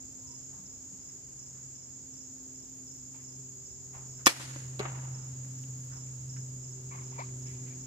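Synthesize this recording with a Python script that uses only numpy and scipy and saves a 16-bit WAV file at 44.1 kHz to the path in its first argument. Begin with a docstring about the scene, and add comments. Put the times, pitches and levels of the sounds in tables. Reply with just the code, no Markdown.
"""A grassy yard with hedges and trees, where a crossbow on a tripod fires: the string zips along the rail as bright
noise, slams into its stops and rings the limbs, and the bolt thuds into a distant foam target made of decaying modes.
Surroundings throw both back as single returns and a noise wash. Crickets trill, chirp and blur into a noise chorus,
a far propeller engine drones in three sines, and soft tones glide over air and a breeze of filtered noise.
Feet shift in the grass as grainy noise bursts, and a sandal squeaks near the end by stick and slip."""
import sys
import numpy as np
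from scipy import signal
from scipy.io import wavfile
from scipy.ndimage import uniform_filter1d

SR = 44100
rng = np.random.default_rng(int(sys.argv[2]) if len(sys.argv) > 2 else 0)


def dump(signal):
    """Clip the signal to [-1, 1] and save it as 16-bit WAV at the path in sys.argv[1]."""
    limited = np.clip(np.atleast_2d(signal).T, -1, 1)
    pcm = np.round(limited * 32767).astype(np.int16)
    wavfile.write(sys.argv[1], SR, pcm)


N = 346626
T = np.arange(N) / SR


def amp(db):
    """dB to gain."""
    return 10 ** (np.asarray(db) / 20)


def unit(x):
    """Scale to rms 1."""
    return x / np.sqrt(np.mean(x ** 2) + 1e-20)


def in_time(rows):
    """Columns of a curve, read sample by sample."""
    s, *columns = np.transpose(rows)
    return [np.interp(T, s, column) for column in columns]


def at_hz(points, hz):
    """Read a spectrum table on a log frequency axis."""
    table_hz, values = np.transpose(points)
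    return np.interp(np.log(hz), np.log(table_hz), values)


def drift(rate_hz):
    """Smooth random wander of rms 1: noise through a double low-pass near rate_hz, run at 1/40 of the sample rate."""
    r = np.exp(-80 * np.pi * rate_hz / SR)
    noise = rng.standard_normal(N // 40 + 2002)
    slow = signal.lfilter([1], [1, -2 * r, r * r], noise)[2000:]   # skip the filter's start
    return np.interp(np.arange(N) / 40, np.arange(len(slow)), unit(slow))


def resonate(x, hz, width_hz):
    """Two-pole resonance, gain 1 on top."""
    r = np.exp(-np.pi * width_hz / SR)
    feedback = [1, -2 * r * np.cos(2 * np.pi * hz / SR), r * r]
    return signal.lfilter([(1 - r * r) / 2, 0, (r * r - 1) / 2], feedback, x)


def balance(pan_db):
    """Left and right gains that differ by pan_db, positive to the left."""
    return amp([[pan_db / 2], [-pan_db / 2]])


def place(x, pan_db, lag_s):
    """Two spaced ports: a level difference and the left one's delay."""
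    return balance(pan_db) * np.array([np.interp(T - lag_s, T, x), x])


def strike(modes, blows):
    """Blows (s, dB, contact cut Hz) ring every mode (Hz, dB, t60 s); a softer contact has a lower cut."""
    blow_spread_db = 1.5   # no two blows land alike
    out, t = np.zeros(N), np.arange(SR // 5) / SR
    for s, db, cut_hz in blows:
        ring = 0
        for hz, mode_db, t60 in modes:
            level_db = mode_db + blow_spread_db * rng.standard_normal()
            tone = amp(level_db - 60 * t / t60) * np.sin(2 * np.pi * hz * t)
            ring = ring + tone / (1 + (hz / cut_hz) ** 4)
        out[round(s * SR):][:len(t)] -= amp(db) * ring
    return resonate(out, 1000, 9700)   # small bodies radiate little bass


def cracks(hits, t60, hz, width_hz):
    """Each hit (s, dB) sheds a short broad noise burst, unlike in the two ports."""
    starts = np.full(N, 1e-18)
    for s, db in hits:
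        starts[round(s * SR)] += amp(db)
    fall = signal.lfilter([1], [1, -amp(-60 / (t60 * SR))], starts)
    return fall * unit(resonate(rng.standard_normal((2, N)), hz, width_hz))


def bands(spectrum, patchy_db, low_hz, size=N, cut_hz=None):
    """Half-octave bands of stereo noise, each with its own level, flicker and left-right likeness."""
    # How alike the ports hear a diffuse sound. Each row: frequency in Hz, left-right correlation from -1 to 1.
    likeness = [(60, 1), (240, 0.65), (950, 0.012), (3770, -0.023), (15000, 0.0013)]
    out, white = 0, rng.standard_normal((2, 2, size))
    edges = low_hz * 2 ** np.arange(0, np.log2(19000 / low_hz), .5)
    for k, (low, high) in enumerate(zip(edges, edges[1:])):
        band_pass = signal.butter(2, [low, high], "band", fs=SR, output="sos")
        mid, side = signal.sosfilt(band_pass, white[k % 2])   # neighbouring bands take separate noise
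        hz = np.sqrt(low * high)
        alike = np.clip(at_hz(likeness, hz), -1, 1)
        gain = amp(at_hz(spectrum, hz) + patchy_db * drift(2.2)[:size])
        if cut_hz is not None:
            gain = gain / (1 + (hz / cut_hz) ** 4)
        out = out + gain * (np.sqrt(1 + alike) * mid + np.sqrt(1 - alike) * side * [[1], [-1]])
    return out


def air():
    """Air and far traffic: diffuse noise, strongest in the bass, under a slow level curve."""
    # Loudness of the bed. Each row: time in seconds, level in dB.
    bed_level = [(0, -61), (3.6, -62.5), (4.16, -60.5), (4.51, -57), (4.7, -57.5), (6.72, -60),
                 (7.2, -57.5), (7.86, -58)]
    # Colour of the bed. Each row: frequency in Hz, relative density in dB per Hz.
    bed_colour = [(25, -8), (60, 8), (130, 6), (195, 0), (263, 1.5), (624, -9.5), (1500, -16.5),
                  (4250, -19.5), (7500, -54.5), (9300, -37), (10700, -57), (14500, -32), (16000, -44)]
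    return amp(in_time(bed_level)[0]) * unit(bands(bed_colour, patchy_db=0.48, low_hz=24.05))


def breeze(breeze_db=-69):
    """Lumpy low wind noise, its own at each port, swelling once."""
    gust_s, gust_spread_s, gust_db = 3.8, 0.92, 7.5
    low_band = signal.butter(2, [30, 90], "band", fs=SR, output="sos")
    gusts = signal.sosfilt(low_band, rng.standard_normal((2, N)))
    swell_db = gust_db * np.exp(-((T - gust_s) / gust_spread_s) ** 2)
    return amp(breeze_db + swell_db + 2.5 * drift(0.75)) * unit(gusts) * balance(-2)


def drone():
    """Far propeller engine: three orders of the firing rate, wavering on their way through moving air."""
    # Each order fading in and out on the wind. Each row: time in seconds, level in dB of orders 1, 2 and 3.
    order_levels = [(0, -68, -61.5, -94), (.55, -60.5, -67.5, -77.5), (.85, -73, -63.5, -79),
                    (1.55, -58.5, -72, -83), (2.0, -63.5, -63.5, -77.5), (2.48, -66.5, -59, -71.5),
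                    (3.1, -63.5, -63, -79.5), (3.4, -53.5, -63.5, -71.5), (3.72, -62, -69, -68),
                    (3.95, -53.5, -69, -69), (4.3, -53.5, -67, -72), (4.42, -46, -60, -75),
                    (5.0, -43, -71.5, -78), (5.5, -46.5, -60.5, -81.5), (6.22, -46, -67, -78.5),
                    (6.4, -45, -61, -72.5), (6.8, -48, -64.5, -64.5), (7.62, -45.5, -59.5, -63.5),
                    (7.86, -49.5, -55.5, -66.5)]
    engine_hz, engine_sag_hz_per_s = 131.5, .5   # firing pitch, sinking as the engine passes
    turn = 2 * np.pi * np.cumsum(engine_hz - engine_sag_hz_per_s * T) / SR
    turn = turn + 0.13 * drift(30.4) + .3 * drift(2.7)
    tone = 0
    for order, db in enumerate(in_time(order_levels), start=1):
        waver_db = 1.2 * drift(42) + 0.68 * drift(2.6)
        tone = tone + np.sqrt(2) * amp(db + waver_db) * np.sin(order * turn)
    return place(tone, pan_db=-0.5, lag_s=.00005)


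def chorus():
    """Massed far crickets: unsynchronised wings blur into noise inside narrow bands, faintly throbbing."""
    # Loudness of the mass. Each row: time in seconds, level in dB.
    chorus_level = [(0, -49.5), (1.5, -50), (3, -50), (4.2, -49.5), (5, -49.5), (6, -49.5), (7, -49.5),
                    (7.86, -49)]
    # Bands of wing pitch. Each row: centre in Hz, width in Hz, relative level in dB, left-right difference in dB.
    wing_bands = [(4910, 550, -22.5, -5), (5410, 610, -16.5, -3.5), (6477, 320, -6.5, -1),
                  (6660, 60, -8, -0.5), (6920, 270, -2.5, -2), (7352, 210, -6, -2.5),
                  (7740, 260, -19.5, -2), (8214, 230, -28, 9.5), (10890, 950, -31.5, -2),
                  (13460, 1600, -29, -4)]
    out = 0
    for hz, width_hz, db, pan_db in wing_bands:
        band = resonate(resonate(rng.standard_normal((2, N)), hz, width_hz), hz, width_hz)
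        out = out + amp(db + 0.17 * drift(22.4)) * unit(band) * balance(pan_db)
    return amp(in_time(chorus_level)[0] + 0.23 * drift(2.5)) * unit(out)


def trill():
    """Near trilling cricket: one short tone for every wing stroke, a fundamental with its overtone."""
    # Pace of the wings. Each row: time in seconds, wing strokes per second.
    trill_pace = [(0, 41.14), (1.8, 41.14), (2.1, 41.2), (5.1, 41.245), (5.5, 41.45), (7.86, 41.42)]
    # Gaps in the trill. Each row: start in seconds, length in seconds.
    trill_pauses = [(1.765, 0.11), (1.935, 0.11)]
    overtone_hz, overtone_db = 13530, -76   # stands clear of the chorus
    low_db = 10   # fundamental, dB above the overtone
    strokes = np.cumsum(in_time(trill_pace)[0]) / SR - .13
    stroke = (.5 + .5 * np.cos(2 * np.pi * strokes)) ** 2
    stroke = stroke * (1 - sum((T > s) & (T < s + length_s) for s, length_s in trill_pauses))
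    turn = np.pi * overtone_hz * T + 0.31 * drift(40)   # phase of the fundamental, an octave below
    tone = np.sin(2 * turn) + amp(low_db) * np.sin(turn)
    level = amp(overtone_db + 1.5 * drift(0.56) + 1.2 * drift(17))
    return place(level * stroke * tone, pan_db=-17, lag_s=0)


def chirps(stroke_s=0.038, length_s=0.021):
    """Chirping cricket: three strokes a chirp, each falling in pitch, echoed by the leaves and roughened."""
    # Each row: start of the chirp in seconds, level of its strokes in dB.
    chirp_times = [(.268, -54), (.655, -55), (1.008, -55), (1.385, -54.5), (1.748, -55), (2.131, -54),
                   (2.545, -56), (2.870, -55), (3.239, -56), (3.656, -56), (4.09, -58), (5.139, -54.5),
                   (5.543, -56), (5.923, -54), (6.291, -53), (6.634, -56), (7.030, -54.5), (7.421, -56),
                   (7.80, -57)]
    # Leaves around the cricket. Each row: delay in seconds, level in dB.
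    leaf_echoes = [(.014, -8), (.029, -10), (.047, -11), (.075, -11), (.11, -13)]
    start_hz, spread_hz, fall_hz_per_s = 5800, 30, 27000   # pitch as a stroke begins, its spread, its fall
    out, t = np.zeros(N), np.arange(int(length_s * SR)) / SR
    for s, db in chirp_times:
        hz = start_hz + spread_hz * rng.standard_normal()
        stroke = np.sin(np.pi * t / length_s) * np.sin(2 * np.pi * (hz * t - fall_hz_per_s / 2 * t ** 2))
        for k in range(3):
            part = out[round((s + k * stroke_s) * SR):][:len(t)]
            part += amp(db + 1.5 * rng.standard_normal()) * stroke[:len(part)]
    out = out + sum(amp(db) * np.interp(T - delay_s, T, out) for delay_s, db in leaf_echoes)
    rough = 1 + .13 * np.array([drift(260), drift(280)])
    return rough * place(out, pan_db=-7.0, lag_s=0.00025)


def gliding_tones():
    """Soft sines that glide in pitch, swell and die away, their level quivering."""
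    # Each row: start in seconds, length in seconds, first and last pitch in Hz, level in dB.
    glides = [(0.16, 0.26, 1010, 968, -70.5), (0.54, 0.16, 178, 200, -56), (0.88, 0.11, 177, 194.6, -57)]
    out = np.zeros(N)
    for s, length_s, first_hz, last_hz, db in glides:
        x = np.arange(int(length_s * SR)) / (length_s * SR)
        turn = 2 * np.pi * np.cumsum(first_hz + (last_hz - first_hz) * x) / SR
        out[round(s * SR):][:len(x)] += amp(db) * np.sin(np.pi * x) ** 2 * np.sin(turn)
    return out * amp(3 * drift(20) + 3 * drift(70))


def rustles(grains_per_s=3000):
    """Feet and cloth in the grass: blades and stalks crackle under a short push, as grainy band noise."""
    # Each row: start in seconds, level in dB, t60 in seconds, centre in Hz, left-right difference in dB.
    pushes = [(0.50, -67.5, 0.69, 895, 1), (1.08, -72, .25, 1800, -3), (1.54, -70.5, 0.43, 1270, 0),
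              (3.125, -66.5, .4, 900, 0), (3.128, -68.5, 0.33, 2260, 0), (3.185, -70.5, .3, 2000, 0),
              (3.926, -55.5, 0.44, 740, 0), (3.927, -63.5, 0.35, 2000, -2), (4.175, -65.5, 0.33, 1310, 0),
              (5.445, -69, .042, 1460, -16), (5.636, -59, 0.028, 2670, 8), (5.599, -73, 0.34, 9300, 0),
              (5.79, -70, 0.38, 9900, 0), (5.901, -61.5, 0.38, 1200, 1), (5.95, -64, 0.23, 800, 1.5),
              (6.055, -70, .2, 2000, 2), (6.362, -56.5, 0.085, 1680, 2.5), (6.9, -62, 0.63, 2080, -1),
              (6.905, -60.5, 0.67, 900, 4), (7.12, -67, 0.45, 2300, 3), (7.178, -61, 0.33, 2280, 2),
              (7.184, -57.5, 0.25, 4600, 3), (7.23, -66.5, 0.35, 900, 4), (7.33, -74, 0.95, 9990, 0),
              (7.44, -64, 0.67, 2150, 3), (7.469, -72, 0.53, 10500, 2), (7.65, -65.5, 0.48, 2000, 4)]
    rise_share = 0.061   # rise time over t60
    base_width_hz, width_share = 370, 0.23   # band width: a base plus a share of the centre
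    out, t = np.zeros((2, N)), np.arange(SR // 2) / SR
    for s, db, t60, hz, pan_db in pushes:
        rise_s, width_hz = rise_share * t60, base_width_hz + width_share * hz
        snaps = rng.random(len(t)) < grains_per_s / SR
        grains = rng.standard_normal((2, len(t))) * (1.0 + snaps * 2.0)
        push = np.minimum(t / rise_s, 1) * amp(db - 60 * np.maximum(t - rise_s, 0) / t60)
        crackle = unit(resonate(resonate(grains, hz, width_hz), hz, 2 * width_hz))
        part = out[:, round(s * SR):][:, :len(t)]
        part += (push * crackle * balance(pan_db))[:, :part.shape[1]]
    return out


def squeaks():
    """Sandal sole: stick and slip at a gliding, uneven rate, rung through the sole's resonances."""
    # Each row: start in seconds, length in seconds, first and last slips per second, level in dB,
    # unevenness from 0 to 1, sharpness from 0 (sine) to 1 (sawtooth).
    sole_slips = [(6.906, 0.031, 1100, 1112, -46.5, 0.17, 1), (6.935, 0.028, 1125, 1097, -48.5, .17, 1),
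                  (6.972, 0.029, 1084, 1046, -53, .17, 1), (7.012, 0.021, 1085, 1090, -55, 0.18, 1),
                  (7.117, 0.018, 594, 1120, -49, .05, 0.51), (7.156, 0.017, 950, 950, -51, .3, .6),
                  (7.178, 0.0214, 847, 1102, -37.5, 0.11, .5), (7.184, .043, 389.4, 1137, -35, 0.1, 0.73),
                  (7.226, 0.021, 1070, 1150, -50, .3, 1), (7.289, 0.0054, 497, 493, -57, .69, 0.73),
                  (7.495, .02, 2040, 2000, -60, .05, .6), (7.665, .03, 2300, 2650, -64, .1, .6),
                  (7.697, .045, 2320, 2380, -61, .06, .6)]
    # Resonances of the sole. Each row: frequency in Hz, width in Hz, gain in dB.
    sole_modes = [(475, 180, 3), (1084, 200, 9), (2230, 200, 10.5), (2600, 350, -4)]
    scuff_gain = 1.7   # noise grit per unevenness
    slips = np.zeros(N)
    for s, length_s, first_hz, last_hz, db, uneven, sharp in sole_slips:
        x = np.arange(int(length_s * SR)) / (length_s * SR)
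        wobble = uniform_filter1d(rng.standard_normal(SR // 5), size=40)[:len(x)] * 6
        rate_hz = (first_hz + (last_hz - first_hz) * x) * (1 + uneven * wobble)
        turn = np.cumsum(rate_hz) / SR
        saw = sharp * (turn % 1 - .5)
        sine = (1 - sharp) * np.sin(2 * np.pi * turn) / np.pi
        scuff = uneven * scuff_gain * rng.standard_normal(len(x))
        slips[round(s * SR):][:len(x)] += amp(db) * np.sqrt(np.sin(np.pi * x)) * (saw - sine + scuff)
    sole = 0
    for k, (hz, width_hz, db) in enumerate(sole_modes):
        sole = sole + (-1) ** k * amp(db) * resonate(slips + 1e-18, hz, width_hz)
    return place(sole, pan_db=6.0, lag_s=-0.00037)


def echoes():
    """Hedge and trees: leaves scatter each bang into a grainy noise wash that dulls as it travels."""
    # Echoes of the shot, then of the bolt. Each row: first arrival in seconds, swell in seconds,
    # peak level in dB, t60 in seconds.
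    shot_echoes = [(4.274, 0.0029, -27.5, 0.23), (4.31, 0.066, -44, 0.9), (4.39, 0.023, -51, 0.21),
                   (4.5, 0.032, -67, 0.6)]
    bolt_echoes = [(4.8, .0093, -42, 0.12), (4.825, 0.0088, -49, 0.13), (4.845, 0.01, -43.5, 0.31),
                   (4.9, 0.052, -56, 1.5)]
    # Colour of the wash. Each row: frequency in Hz, relative density in dB per Hz.
    wash_colour = [(120, -44), (200, -23.5), (254, -6), (347, -6.5), (424, -12), (465, -14), (867, -6.5),
                   (1750, -6.5), (2270, -6), (2850, -7.5), (7540, -6.5), (14600, -18), (16000, -40)]
    span_s, clump_db = .8, 1.8   # leafy echoes arrive in clumps
    out, t = np.zeros((2, N)), np.arange(int(span_s * SR)) / SR
    # opening treble cut in Hz, dulling in octaves per s
    for rows, cut_hz, dulling in ((shot_echoes, 11600, .9), (bolt_echoes, 2020, 0.53)):
        start = round(rows[0][0] * SR)
        span, now = slice(start, start + len(t)), start / SR + t
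        level = 0
        for s, swell_s, db, t60 in rows:
            swell = np.clip((now - s) / swell_s, 0, 1) ** 2
            level = level + swell * amp(db - 60 * np.maximum(now - s - swell_s, 0) / t60)
        falling_cut_hz = cut_hz * 2 ** (-dulling * t)
        wash = bands(wash_colour, patchy_db=1.2, low_hz=181.6, size=len(t), cut_hz=falling_cut_hz)
        fade_out = np.minimum((span_s - t) * 10, 1)
        out[:, span] += level * fade_out * amp(clump_db * drift(93)[span]) * unit(wash)
    return out


def target():
    """Distant target: the bolt tip cracks the skin, the foam answers dull, trunks send it back."""
    # Tip piercing the skin, then the block rocking. Each row: time in seconds, blow level in dB,
    # contact cut in Hz, crack level in dB.
    bolt_hits = [(4.794, -36, 3000, -33.5), (4.7976, -26, 1510, -51), (4.8027, -24, 900, -44),
                 (4.8081, -34.5, 2500, -49)]
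    # Modes of the foam block. Each row: frequency in Hz, level in dB, t60 in seconds.
    foam_modes = [(91, -2, 0.062), (196, 7.5, 0.034), (334, 7, 0.024), (413, 7, 0.062), (608, -7.5, 0.073),
                  (816, -21, 0.045), (1144, -5, 0.039), (1430, -9, 0.066), (1800, -8, 0.038),
                  (2160, -3, 0.042)]
    # Trunks return the thud thin. Each row: time in seconds, blow level in dB, cut in Hz.
    thud_returns = [(4.831, -35, 2000), (4.849, -34, 1500), (4.855, -40, 2000), (4.86, -34, 2000),
                    (4.869, -39, 1500), (4.884, -36, 2000), (4.899, -36, 1500), (4.919, -40, 2000),
                    (4.955, -48, 2000), (5.012, -47, 1800)]
    thin_hz = 650   # trunks are too slim to return the bass
    crack_hits = [(s, crack_db) for s, db, cut_hz, crack_db in bolt_hits]
    crack = cracks(crack_hits, t60=0.013, hz=4400, width_hz=1200)
    thud = place(strike(foam_modes, [row[:3] for row in bolt_hits]), pan_db=1.5, lag_s=0.00023)
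    high_pass = signal.butter(4, thin_hz, "high", fs=SR, output="sos")
    returns = signal.sosfilt(high_pass, strike(foam_modes, thud_returns) + 1e-18)
    return crack * balance(-5) + thud + place(returns, pan_db=2.0, lag_s=0.00016)


def string_zip(end_s):
    """String zipping along the rail: bright whistling noise that rises fast, then fades until the first slam."""
    start_s, rise_s = 4.2575, 0.005   # the fade lasts as long as the rise
    top_db, rise_db, fall_db = -16, 28, 12.5
    x = (T - start_s) / rise_s
    db = top_db - rise_db * np.clip(1 - x, 0, 1) - fall_db * np.clip(x - 1, 0, 1) + 2.5 * drift(300)
    sounding = (x > 0) & (T < end_s)
    hiss = rng.standard_normal((2, N))
    whistle = unit(resonate(resonate(hiss, 5500, 1800), 5500, 1800))
    whistle = whistle + 0.76 * unit(resonate(hiss, 2200, 4000))
    return unit(whistle) * amp(db) * sounding * balance(-5)


def crossbow():
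    """Bright zip, then slams that crack and ring the modes of limbs and stock, with single dull returns."""
    # String and limbs slamming on the stops. Each row: time in seconds, blow level in dB, crack level in dB.
    slams = [(4.2677, -10.5, -15.5), (4.2683, -20.5, -22.5), (4.2704, -16, -19), (4.2733, -21.5, -19),
             (4.276, -19.5, -21)]
    # Modes of limbs and stock. Each row: frequency in Hz, level in dB, t60 in seconds.
    bow_modes = [(70, -28.5, .12), (291, 8.5, 0.064), (336.6, -5, 0.042), (552, 2, 0.047),
                 (860, -16, 0.023), (942, 5, 0.022), (1034, 0.5, 0.012), (1190, 3.5, 0.017),
                 (683, -9, .025), (1755, -4, 0.036), (1870, -22, .04), (2280, -7.5, 0.1), (3380, -13, 0.04),
                 (3880, -29, 0.046), (5400, -12, 0.023), (6600, -10, 0.025), (8500, -12.5, 0.021)]
    # Hard walls and trunks return the slam whole but dull. Each row: time in seconds, blow level in dB, cut in Hz.
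    slapbacks = [(4.293, -36, 4000), (4.323, -37, 1500), (4.365, -45, 3000), (4.399, -39.5, 2500),
                 (4.408, -39, 2970), (4.418, -46, 1500), (4.433, -51, 5000), (4.481, -49, 1500),
                 (4.502, -50, 2500), (4.561, -34, 695)]
    crack_hits = [(s, crack_db) for s, db, crack_db in slams]
    crack = cracks(crack_hits, t60=0.013, hz=4000, width_hz=5300)
    limbs = strike(bow_modes, [(s, db, 12000) for s, db, crack_db in slams] + slapbacks)
    bass = signal.sosfilt(signal.butter(1, 500, fs=SR, output="sos"), limbs)
    # the bass leans further left than the rest
    body = place(limbs, pan_db=2.5, lag_s=0.00022) + bass * [[.3], [-.3]]
    return string_zip(end_s=slams[0][0]) + crack * balance(-2.4) - body


def scene():
    """All sources in the yard."""
    background = air() + breeze() + drone() + chorus() + trill() + chirps() + gliding_tones()
    return background + rustles() + squeaks() + echoes() + target() + crossbow()


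def record(dry, limit_db=-16, release_db_s=85):
    """Bass roll-off, a gain control that ducks on bangs and recovers, rounded peaks, cut top."""
    x = signal.sosfilt(signal.butter(2, 55, "high", fs=SR, output="sos"), dry)
    over_db = np.maximum(20 * np.log10(np.abs(x).max(axis=0) + 1e-9) - limit_db, 0)
    held_db = np.maximum.accumulate(over_db + release_db_s * T) - release_db_s * T
    r = np.exp(-1 / (0.06 * SR))   # 60 ms smoothing
    x = x * amp(-.5 * signal.lfilter([1 - r], [1, -r], held_db))   # takes off half the excess
    rounded = 1.163 * np.tanh(x / 0.85)
    return signal.sosfilt(signal.cheby2(12, 70, 16800, fs=SR, output="sos"), rounded)


dry = scene()
out = record(dry)
dump(out)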